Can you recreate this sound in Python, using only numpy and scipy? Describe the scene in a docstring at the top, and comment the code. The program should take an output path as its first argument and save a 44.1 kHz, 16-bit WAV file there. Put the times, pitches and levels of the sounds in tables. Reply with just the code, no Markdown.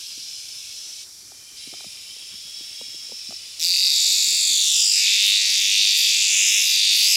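"""A seized cicada cries close by, over soft thuds, insects and low rumble in a forest at night.
Cicada: two tymbals buckle in turn, rib by rib, ringing body modes; hand and ground add echoes.
Far cicada: noise pulsed by blurred clicks. Crickets: pulsing tones and narrow noise. Katydid: noise strokes.
Feet on damp leaves and fingers: short damped sines. Far chorus, rumble and murmur: shaped noise."""
import sys
import numpy as np
from scipy import signal
from scipy.fft import rfft, irfft, next_fast_len
from scipy.io import wavfile
from scipy.ndimage import uniform_filter1d, minimum_filter1d, map_coordinates

SR = 44100
rng = np.random.default_rng(int(sys.argv[2]) if len(sys.argv) > 2 else 0)


def store_pcm(level_fs):
    """Save levels as 16-bit WAV."""
    pcm = np.round(np.clip(level_fs, -1, 1) * 32767).astype(np.int16)
    wavfile.write(sys.argv[1], SR, np.atleast_2d(pcm).T)


N = 315756
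T = np.arange(N) / SR  # s
SEIZED_S = 3.592  # the cry begins


def cicada():
    """The ringing body plus scatter, inverted echoes and finger taps; so small a body radiates no bass."""
    covered_hz, open_hz, opens_s, opening_s = 2440, 2160, 4.96, .0087
    turns = muscle_turns()
    cry = ringing_body(turns)
    # leaves and fingers scatter a short tail, most of all in the treble
    tails = scattered(cry, t60_s=.022, size=16000)
    cry += filtered(tails, lambda hz: amp(np.interp(hz, [7000, 10000], [-14, -3])))
    cry -= ground_and_palm(cry)
    # the bass edge drops as the body comes out of the leaves
    covered, bare = [signal.sosfilt(signal.butter(7, hz, "high", fs=SR, output="sos"), cry)
                     for hz in (covered_hz, open_hz)]
    opening = step(T, opens_s, opening_s)
    return finger_taps(turns) + covered + (bare - covered) * opening


def muscle_turns():
    """Muscle cycles completed so far: the rate rises exponentially to a steady value."""
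    top_rate_hz = 51.3
    # run-up of the muscles: [initial shortfall/Hz, time constant/s]
    run_up = [(7, .06), (6.3, .9)]
    since_s = (T - SEIZED_S).clip(0)
    rate_hz = top_rate_hz - sum(short * np.exp(-since_s / tau) for short, tau in run_up)
    return np.cumsum(rate_hz * (since_s > 0)) / SR


def rib_clicks():
    """Buckling ribs of both tymbals: place/cycles, active from/s, to/s, low/dB, air sac/dB, high/dB."""
    # tymbals: [place of first rib/cycles, all ribs buckle from t/s, level/dB]
    tymbals = [(.2, 3.74, 0), (.7, 3.92, -1)]
    # ribs: [delay/cycles, drive of two low modes/dB, of air sac/dB, of higher modes and snap/dB]
    ribs = [(0, -7.5, -1, -1.5), (.155, 0, -7.5, -4), (.255, -13, -12, -11), (.36, -7.5, -3.5, -1)]
    # stands in for the later ribs until all buckle: same columns
    early_rib = (.21, -4.5, 0, -1)
    clicks = []
    for place, full_s, db in tymbals:
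        active = [(0, T[-1], ribs[0]), (0, full_s, early_rib)]
        active += [(full_s, T[-1], rib) for rib in ribs[1:]]
        for first_s, last_s, (delay, low, sac, high) in active:
            clicks.append((place + delay, first_s, last_s, low + db, sac + db, high + db))
    return np.transpose(clicks)


def mode_levels(s):
    """Drive/dB of each body mode at times s, as the hand covers and turns the insect."""
    # cry: [t/s, base level/dB, then re base: lowest mode/dB, second mode/dB, shrill mode/dB]
    cry = [(3.6, -29.5, -11, -5, -16), (3.62, -19.5, -12, -5, -8), (3.76, -20.5, -7, -6, -13),
           (3.88, -19.5, -8.5, -4.5, -13.5), (4.01, -17, -26, -5.5, -4), (4.36, -19, -11, -8, -1.5),
           (4.61, -19, -12, -10, -1), (4.78, -17.5, -16.5, -12.5, -2), (4.88, -20, -12.5, -10.5, -1.5),
           (5.08, -17, -7, -4.5, -6), (5.31, -19.5, -3.5, 0, -11), (5.5, -18, -18.5, -3, -11),
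           (5.69, -19.5, -11, -0.5, -11), (5.76, -17.5, -10, -3.5, -13.5), (6.41, -17, -11, -11, -2),
           (6.92, -18.5, -9.5, -3.5, -16.5), (7.13, -16, -8, -18, -6), (7.16, -15.5, -8, -23, -11)]
    # treble: [t/s, base level/dB]
    treble = [(3.6, -36), (3.61, -28.5), (4.77, -32.5), (5.19, -35), (5.29, -27.5), (5.42, -42), (5.5, -32),
              (5.96, -35.5), (5.98, -24.5), (6.26, -39.5), (6.7, -26), (6.88, -38), (6.97, -23),
              (7.16, -24)]
    level, lowest, second, shrill = curves(cry, s)
    treble_db = curves(treble, s)[0]
    # the air sac gives way as the second and the shrill mode grow
    sac = level + 4.5 - .43 * (second + shrill)
    return [level + 16.5 + lowest, level + 17 + second, sac, level + 14 + shrill,
            treble_db + 10, treble_db + 8, level + 16]


def sac_pitch(s):
    """Pitch factor of the air sac: starts taut, settles, rises when gripped."""
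    slack, taut, settle_s = .96, .34, .034
    # grips: [centre t/s, Gaussian width/s, rise of pitch factor]
    grips = [(5.05, 0.18, 0.09), (6.55, 0.095, 0.16), (7.12, 0.047, 0.12)]
    squeeze = slack + taut * np.exp(-(s - SEIZED_S) / settle_s)
    for at, width_s, rise in grips:
        squeeze = squeeze + rise * np.exp(-.5 * ((s - at) / width_s) ** 2)
    return squeeze


def ringing_body(turns):
    """Each rib buckles once a muscle cycle and rings every mode of tymbal and air sac, plus a snap."""
    # modes, lowest, second, air sac, shrill, two treble, snap: [nominal f/Hz, t60/s, relative pitch scatter]
    body = [(2720, .007, .025), (3650, .0075, .025), (4800, .006, .025), (7200, .004, .045),
            (10200, .003, .07), (13000, .0025, .07), (5900, .0016, .05)]
    place, first_s, last_s, low, sac, high = rib_clicks()
    cycles = np.arange(int(turns[-1]) + 1)[:, None]

    def chance():
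        """Independent scatter for every click."""
        return rng.standard_normal((len(cycles), len(place)))

    def drift():
        """Slow scatter: a rib keeps its habit for some cycles."""
        return unit(uniform_filter1d(chance(), size=9, axis=0))

    s = np.interp(cycles + place + .006 * drift() + .002 * chance(), turns, T)
    on = (s > first_s) & (s < last_s)
    shifts = [1, 1, sac_pitch(s), 1, 1, 1, 1]
    rib_drives = [low, low, sac, high, high, high, high]
    cry = np.zeros(N)
    for (hz, t60_s, scatter), shift, rib_db, mode_db in zip(body, shifts, rib_drives, mode_levels(s[on])):
        strength_db = rib_db + 1.1 * drift() + .4 * chance()
        pitch_hz = hz * shift * (1 + scatter * (drift() + .4 * chance()))
        late_s = .0001 * np.abs(drift())
        cry += rings((s + late_s)[on], amp(strength_db[on] + mode_db), pitch_hz[on], t60_s, size=400)
    return cry


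def ground_and_palm(cry):
    """Echoes off leaves, fingers and cupped palm, with the treble lost."""
    leaf_top_hz, fade_s = 6000, .03
    rest_ms, high_ms, lift_s, lift_takes_s = .32, .5, 4.66, .22
    ground_gain, free_s = .78, 4.93
    # fingers and palm: [start/s, end/s, delay/ms, gain]
    palms = [(4.84, 5.03, .3, .85), (5.03, 5.55, .32, .3), (5.4, 5.75, .25, .5), (6.3, 6.61, .22, .85)]
    dull = filtered(cry, lambda hz: 1 / (1 + (hz / leaf_top_hz) ** 4))
    # the ground echo comes later as the insect is lifted, and goes once it is clear of the leaves
    delay_ms = rest_ms + (high_ms - rest_ms) * step(T, lift_s, lift_takes_s)
    echoes = ground_gain * (1 - step(T, free_s, fade_s)) * echo(dull, delay_ms)
    for start, end, ms, gain in palms:
        echoes += gain * (step(T, start, fade_s) - step(T, end, fade_s)) * echo(dull, ms)
    return echoes


def finger_taps(turns):
    """For a few cycles one rib taps a finger: one damped sine a cycle."""
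    from_s, to_s, place_cycles = 4.955, 5.04, .8
    taps_s = np.interp(np.arange(int(turns[-1]) + 1) + place_cycles, turns, T)
    taps_s = taps_s[(taps_s > from_s) & (taps_s < to_s)]
    gain = amp(-43 + rng.normal(0, 3, len(taps_s)))
    return rings(taps_s, gain, np.full(len(taps_s), 1300.), .003, size=400)


def far_cicada():
    """Uneven clicks, blurred by the trees, pulse noise; each phrase starts strongly in its own colour."""
    edge_s, onset_db, onset_s, pause_db = .014, 5, .26, -53
    # spectra of the two phrases: [f/Hz, relative level per Hz/dB]
    first_spectrum, second_spectrum = [(1060, -66), (1800, -66), (2230, -12.5), (2760, -10), (3210, -8),
                                       (5380, -4.5), (6460, -10.5), (12000, -21), (15600, -66),
                                       (22000, -120)], [(1060, -69), (1800, -17.5), (2360, -3), (3480, 0),
                                                          (4850, -3), (7510, -9), (10200, -7), (12000, -54),
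                                                          (15600, -25), (22000, -120)]
    # steady narrow bands of the two phrases: [f/Hz, width/Hz, relative level/dB]
    first_bands, second_bands = [(2730, 19, 0), (2990, 34, -21), (3310, 15, -4), (3850, 40, -11.5),
                                 (3990, 29, 1.5), (4410, 32, -23), (5260, 250, 9), (5860, 57, 11),
                                 (6870, 41, -34)], [(2470, 40, -13), (2776, 11, -13.5), (3150, 110, -10),
                                                      (3740, 27, -10), (3900, 36, 11.5), (4910, 70, 3),
                                                      (5000, 350, 8.5), (6040, 17, -8), (5840, 21, -2)]
    # phrases: [start/s, end/s, level at start before onset boost/dB, swell/(dB/s)]
    phrases = [(-.1, 1.04, -39, 1), (1.57, 7.3, -45.5, 2.5)]
    click_rate_hz = 300 * (1 + .18 * wobble(150))
    clicks = np.diff(np.floor(np.cumsum(click_rate_hz) / SR), prepend=0)
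    blur = amp(-60 * np.arange(600) / SR / .0097)
    puffs = signal.fftconvolve(clicks * amp(wobble(410)), blur)[:N]
    buzz = (puffs + 2.8) * patchy(depth_db=3.0)
    first = banded(buzz, first_spectrum, first_bands, bands_db=-3)
    second = banded(buzz, second_spectrum, second_bands, bands_db=-3)
    out = amp(pause_db) * (first + second) / 2  # faint throughout
    for (start, end, db, swell), voice in zip(phrases, [first, second]):
        onset = onset_db * np.exp(-(T - start).clip(0) / onset_s)
        level_db = db + swell * (T - start) + onset
        out += amp(level_db) * (step(T, start, edge_s) - step(T, end, edge_s)) * voice
    return out


def thuds():
    """Feet and fingers: a tick and a knock of a few cycles, then a lower bump that lingers."""
    # contacts: [t/s, nominal level/dB, knock f/Hz]
    contacts = [(0.176, -46, 285), (1.319, -42, 750), (1.673, -41, 270), (1.728, -42.5, 324),
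                (1.738, -37, 716), (1.807, -41, 826), (1.844, -39.5, 676), (1.863, -44, 192),
                (2.166, -51.5, 470), (2.338, -49, 199), (2.449, -54, 148), (2.608, -46.5, 306),
                (2.813, -36, 510), (2.944, -47, 334), (3.094, -49, 493), (3.12, -37, 480),
                (3.29, -41.5, 220), (3.308, -37, 685), (3.324, -37.5, 700), (4.002, -53, 316),
                (4.237, -48, 320), (4.273, -48.5, 269), (4.327, -45, 362), (4.506, -45.5, 295),
                (5.491, -51, 272), (5.68, -48, 290), (6.499, -62, 310), (6.74, -63, 310), (7.011, -60, 248),
                (7.03, -57, 497), (7.13, -49, 330)]
    # fainter ones at random, up to 5.8 s
    count, faint_until_s = 10, 5.8
    when, size = rng.random(count), rng.standard_normal((2, count))
    faint = [when * faint_until_s, -57 + 3 * size[0], 330 * np.exp(.3 * size[1])]
    s, db, hz = np.hstack([np.transpose(contacts), faint])
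    # harder contacts are higher and tick more
    tick = rings(s - .001, amp(db + 3.5) * hz / 700, 1.79 * hz, 7 / hz[:, None], size=2000)
    knock = rings(s, amp(db + 8.5), hz, 9 / hz[:, None], size=2000)
    bump = rings(s + .00366, amp(db - 6.5), .488 * hz, 6 / (.2 * hz[:, None]), size=4000)
    # high-pass 70 Hz, low-pass 2200 Hz
    return filtered(tick + knock + bump, lambda f: (1j * f / (1j * f + 70)) ** 2 / (1 + 1j * f / 2200) ** 2)


def crickets():
    """Each singer: a lightly pulsed tone plus resonant noise, as echoes blur it, swelling and fading."""
    hush_s = 3.38  # silent as the hand comes down
    # singers: [f/Hz, t60/s, mean chirp rate/Hz, swell centre/s, Gaussian width/s, mean peak level/dB]
    singers = [(5360, 0.013, 170, 3.66, 1, -37), (3313, 0.037, 65, 2.65, 0.34, -45.5),
               (9700, 0.0073, 81, 0.76, 0.5, -54.5), (10040, 0.018, 90, 1.86, 0.36, -54),
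               (2390, 0.033, 43, 1.74, 0.34, -55), (3110, 0.017, 19, 1.7, 0.21, -50.5),
               (5650, 0.06, 110, 0.43, 0.63, -53)]
    out = np.zeros(N)
    for hz, t60_s, rate_hz, centre_s, width_s, db in singers:
        chirp_hz = rate_hz * (1 + .088 * wobble(3.4))
        chirps = 9.6 + np.sin(2 * np.pi * np.cumsum(chirp_hz) / SR)
        band_hz = np.log(1000) / np.pi / t60_s
        blur = filtered(chirps * rng.standard_normal(N),
                        lambda f: 1j * f * band_hz / (hz * hz - f * f + 1j * f * band_hz))
        clear = chirps * np.sin(2 * np.pi * np.cumsum(hz * (1 + .008 * wobble(40))) / SR)
        swell = np.exp(-.5 * ((T - centre_s) / width_s) ** 2)
        out += amp(db + .55 * wobble(4.7)) * swell * unit(unit(blur) + .85 * unit(clear))
    return out * (1 - step(T, hush_s, .01))


def katydid():
    """A high rasp: shaped noise in even strokes."""
    # rasp: [f/Hz, relative level per Hz/dB]
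    rasp = [(10500, -35), (11300, -16), (12200, 6), (13200, 25), (13900, -34)]
    stroke_rate_hz = 7.37
    strokes = np.cos(np.pi * stroke_rate_hz * (T - .06)) ** 4
    return amp(-62) * strokes * coloured(rng.standard_normal(N), rasp)


def night():
    """Shaped noise: the blended far chorus over rumble and murmur that sink once the cry has begun."""
    # spectra: [f/Hz, relative level per Hz/dB]
    chorus_spectrum, rumble_spectrum, murmur_spectrum = [(590, -103), (1000, -57), (2220, -24),
                                                         (4610, -4.5), (4770, -5.5), (5810, -0.5),
                                                         (6370, -12), (6670, -4.5), (12500, -17),
                                                         (15900, -30)], [(20, -27), (45, -3), (70, -1.5),
                                                                         (115, -3), (250, -20)], [(100, 5),
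                                                                                         (200, 2.5),
                                                                                         (320, 4.5),
                                                                                         (500, 2),
                                                                                         (900, -1.5),
                                                                                         (1500, 1.5),
                                                                                         (2200, 1.5)]
    # steady singers: [f/Hz, width/Hz, relative level/dB]
    chorus_bands = [(4840, 41, -5), (5420, 79, 6.5), (6230, 82, -2), (7060, 69, -21)]
    since_s = (T - SEIZED_S).clip(0)
    rumble_db = np.maximum(-69 - 4.5 * since_s, -86)
    murmur_db = np.maximum(-61.5 - 3.5 * since_s, -69.5)
    chorus = banded(patchy(depth_db=2.5), chorus_spectrum, chorus_bands, bands_db=-7.5)
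    chorus = amp(-42.5 + .75 * wobble(2.64)) * chorus
    rumble = amp(rumble_db + 1.7 * wobble(15)) * coloured(rng.standard_normal(N), rumble_spectrum)
    murmur = amp(murmur_db + 1.7 * wobble(24.95)) * coloured(patchy(depth_db=1.0), murmur_spectrum)
    return chorus + rumble + murmur


def rings(s, gain, hz, t60_s, size):
    """Sum of damped sines, one started at each time s; each builds up within half a cycle."""
    first = np.ceil(s * SR).astype(int)
    t = (np.arange(size) + (first - s * SR)[:, None]) / SR
    cycles = hz[:, None] * t
    envelope = amp(-60 * t / t60_s) * (1 - np.exp(-2.5 * cycles))
    wave = gain[:, None] * envelope * np.sin(2 * np.pi * cycles)
    index = first[:, None] + np.arange(size)
    return np.bincount(index.ravel(), wave.ravel(), N + SR)[:N]


def scattered(x, t60_s, size):
    """Short random tails, crossfaded to a new one every size/2 samples as things move."""
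    out, window = np.zeros(N + 2 * size), signal.windows.hann(size, sym=False)
    for start in range(0, N, size // 2):
        tail = rng.standard_normal(900) * amp(-60 * np.arange(900) / SR / t60_s)
        tail /= np.linalg.norm(tail)
        part = x[start:start + size]
        out[start:][:len(part) + 899] += signal.fftconvolve(part * window[:len(part)], tail)
    return out[:N]


def echo(x, delay_ms):
    """x delayed, by a fixed or moving time."""
    return map_coordinates(x, [np.arange(N) - delay_ms * SR / 1000])


def patchy(depth_db):
    """Noise whose gain drifts in long narrow streaks, as many singers come and go."""
    z = signal.stft(rng.standard_normal(N), nperseg=1024)[2]
    field = uniform_filter1d(rng.standard_normal(z.shape), size=2, axis=0)
    field = uniform_filter1d(field, size=30, axis=1)
    return signal.istft(z * amp(depth_db * unit(field)), nperseg=1024)[1][:N]


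def banded(x, spectrum, bands, bands_db):
    """x through a broad spectrum plus narrow resonances, rms 1."""
    narrow = filtered(x, lambda f: sum(amp(db) * 1j * f * w / (c * c - f * f + 1j * f * w) for c, w, db in bands))
    return unit(coloured(x, spectrum) + amp(bands_db) * unit(narrow))


def coloured(x, spectrum):
    """x through (f/Hz, level/dB) points on a log axis, rms 1."""
    f, db = np.transpose([(1, -120), *spectrum, (SR / 2, -120)])
    return unit(filtered(x, lambda hz: amp(np.interp(np.log(hz + 1), np.log(f), db))))


def filtered(x, response):
    """x times a response of frequency/Hz."""
    m = next_fast_len(N + 8192)
    return irfft(rfft(x, m) * response(np.fft.rfftfreq(m, 1 / SR)), m)[..., :N]


def wobble(rate_hz):
    """Smooth random curve, rate_hz knots a second."""
    knots = rng.standard_normal(int(N * rate_hz / SR) + 4)
    return map_coordinates(knots, [np.arange(N) * rate_hz / SR])


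def curves(rows, s):
    """Columns after the time, interpolated at times s."""
    t, *cols = np.transpose(rows)
    return np.array([np.interp(s, t, c) for c in cols])


def step(t, at, takes):
    """Smooth tanh rise from 0 to 1."""
    return .5 + .5 * np.tanh((t - at) / takes)


def amp(db):
    """dB to amplitude."""
    return 10 ** (np.asarray(db) / 20)


def unit(x):
    """x scaled to rms 1."""
    return x / np.sqrt(np.mean(x ** 2) + 1e-20)


def scene():
    """All sources summed, mono."""
    return (cicada() + far_cicada() + thuds() + crickets() + katydid() + night())[None]


def record(dry):
    """A quick limiter evens out the clicks; nothing is kept above the band limit."""
    limit, top_hz = .63, 15830
    needed = np.minimum(1, limit / (np.abs(dry) + 1e-9))
    gain = minimum_filter1d(needed, size=121)
    gain = uniform_filter1d(uniform_filter1d(gain, size=61), size=61)
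    return filtered(dry * gain, lambda hz: hz < top_hz)


dry = scene()
out = record(dry)
store_pcm(out)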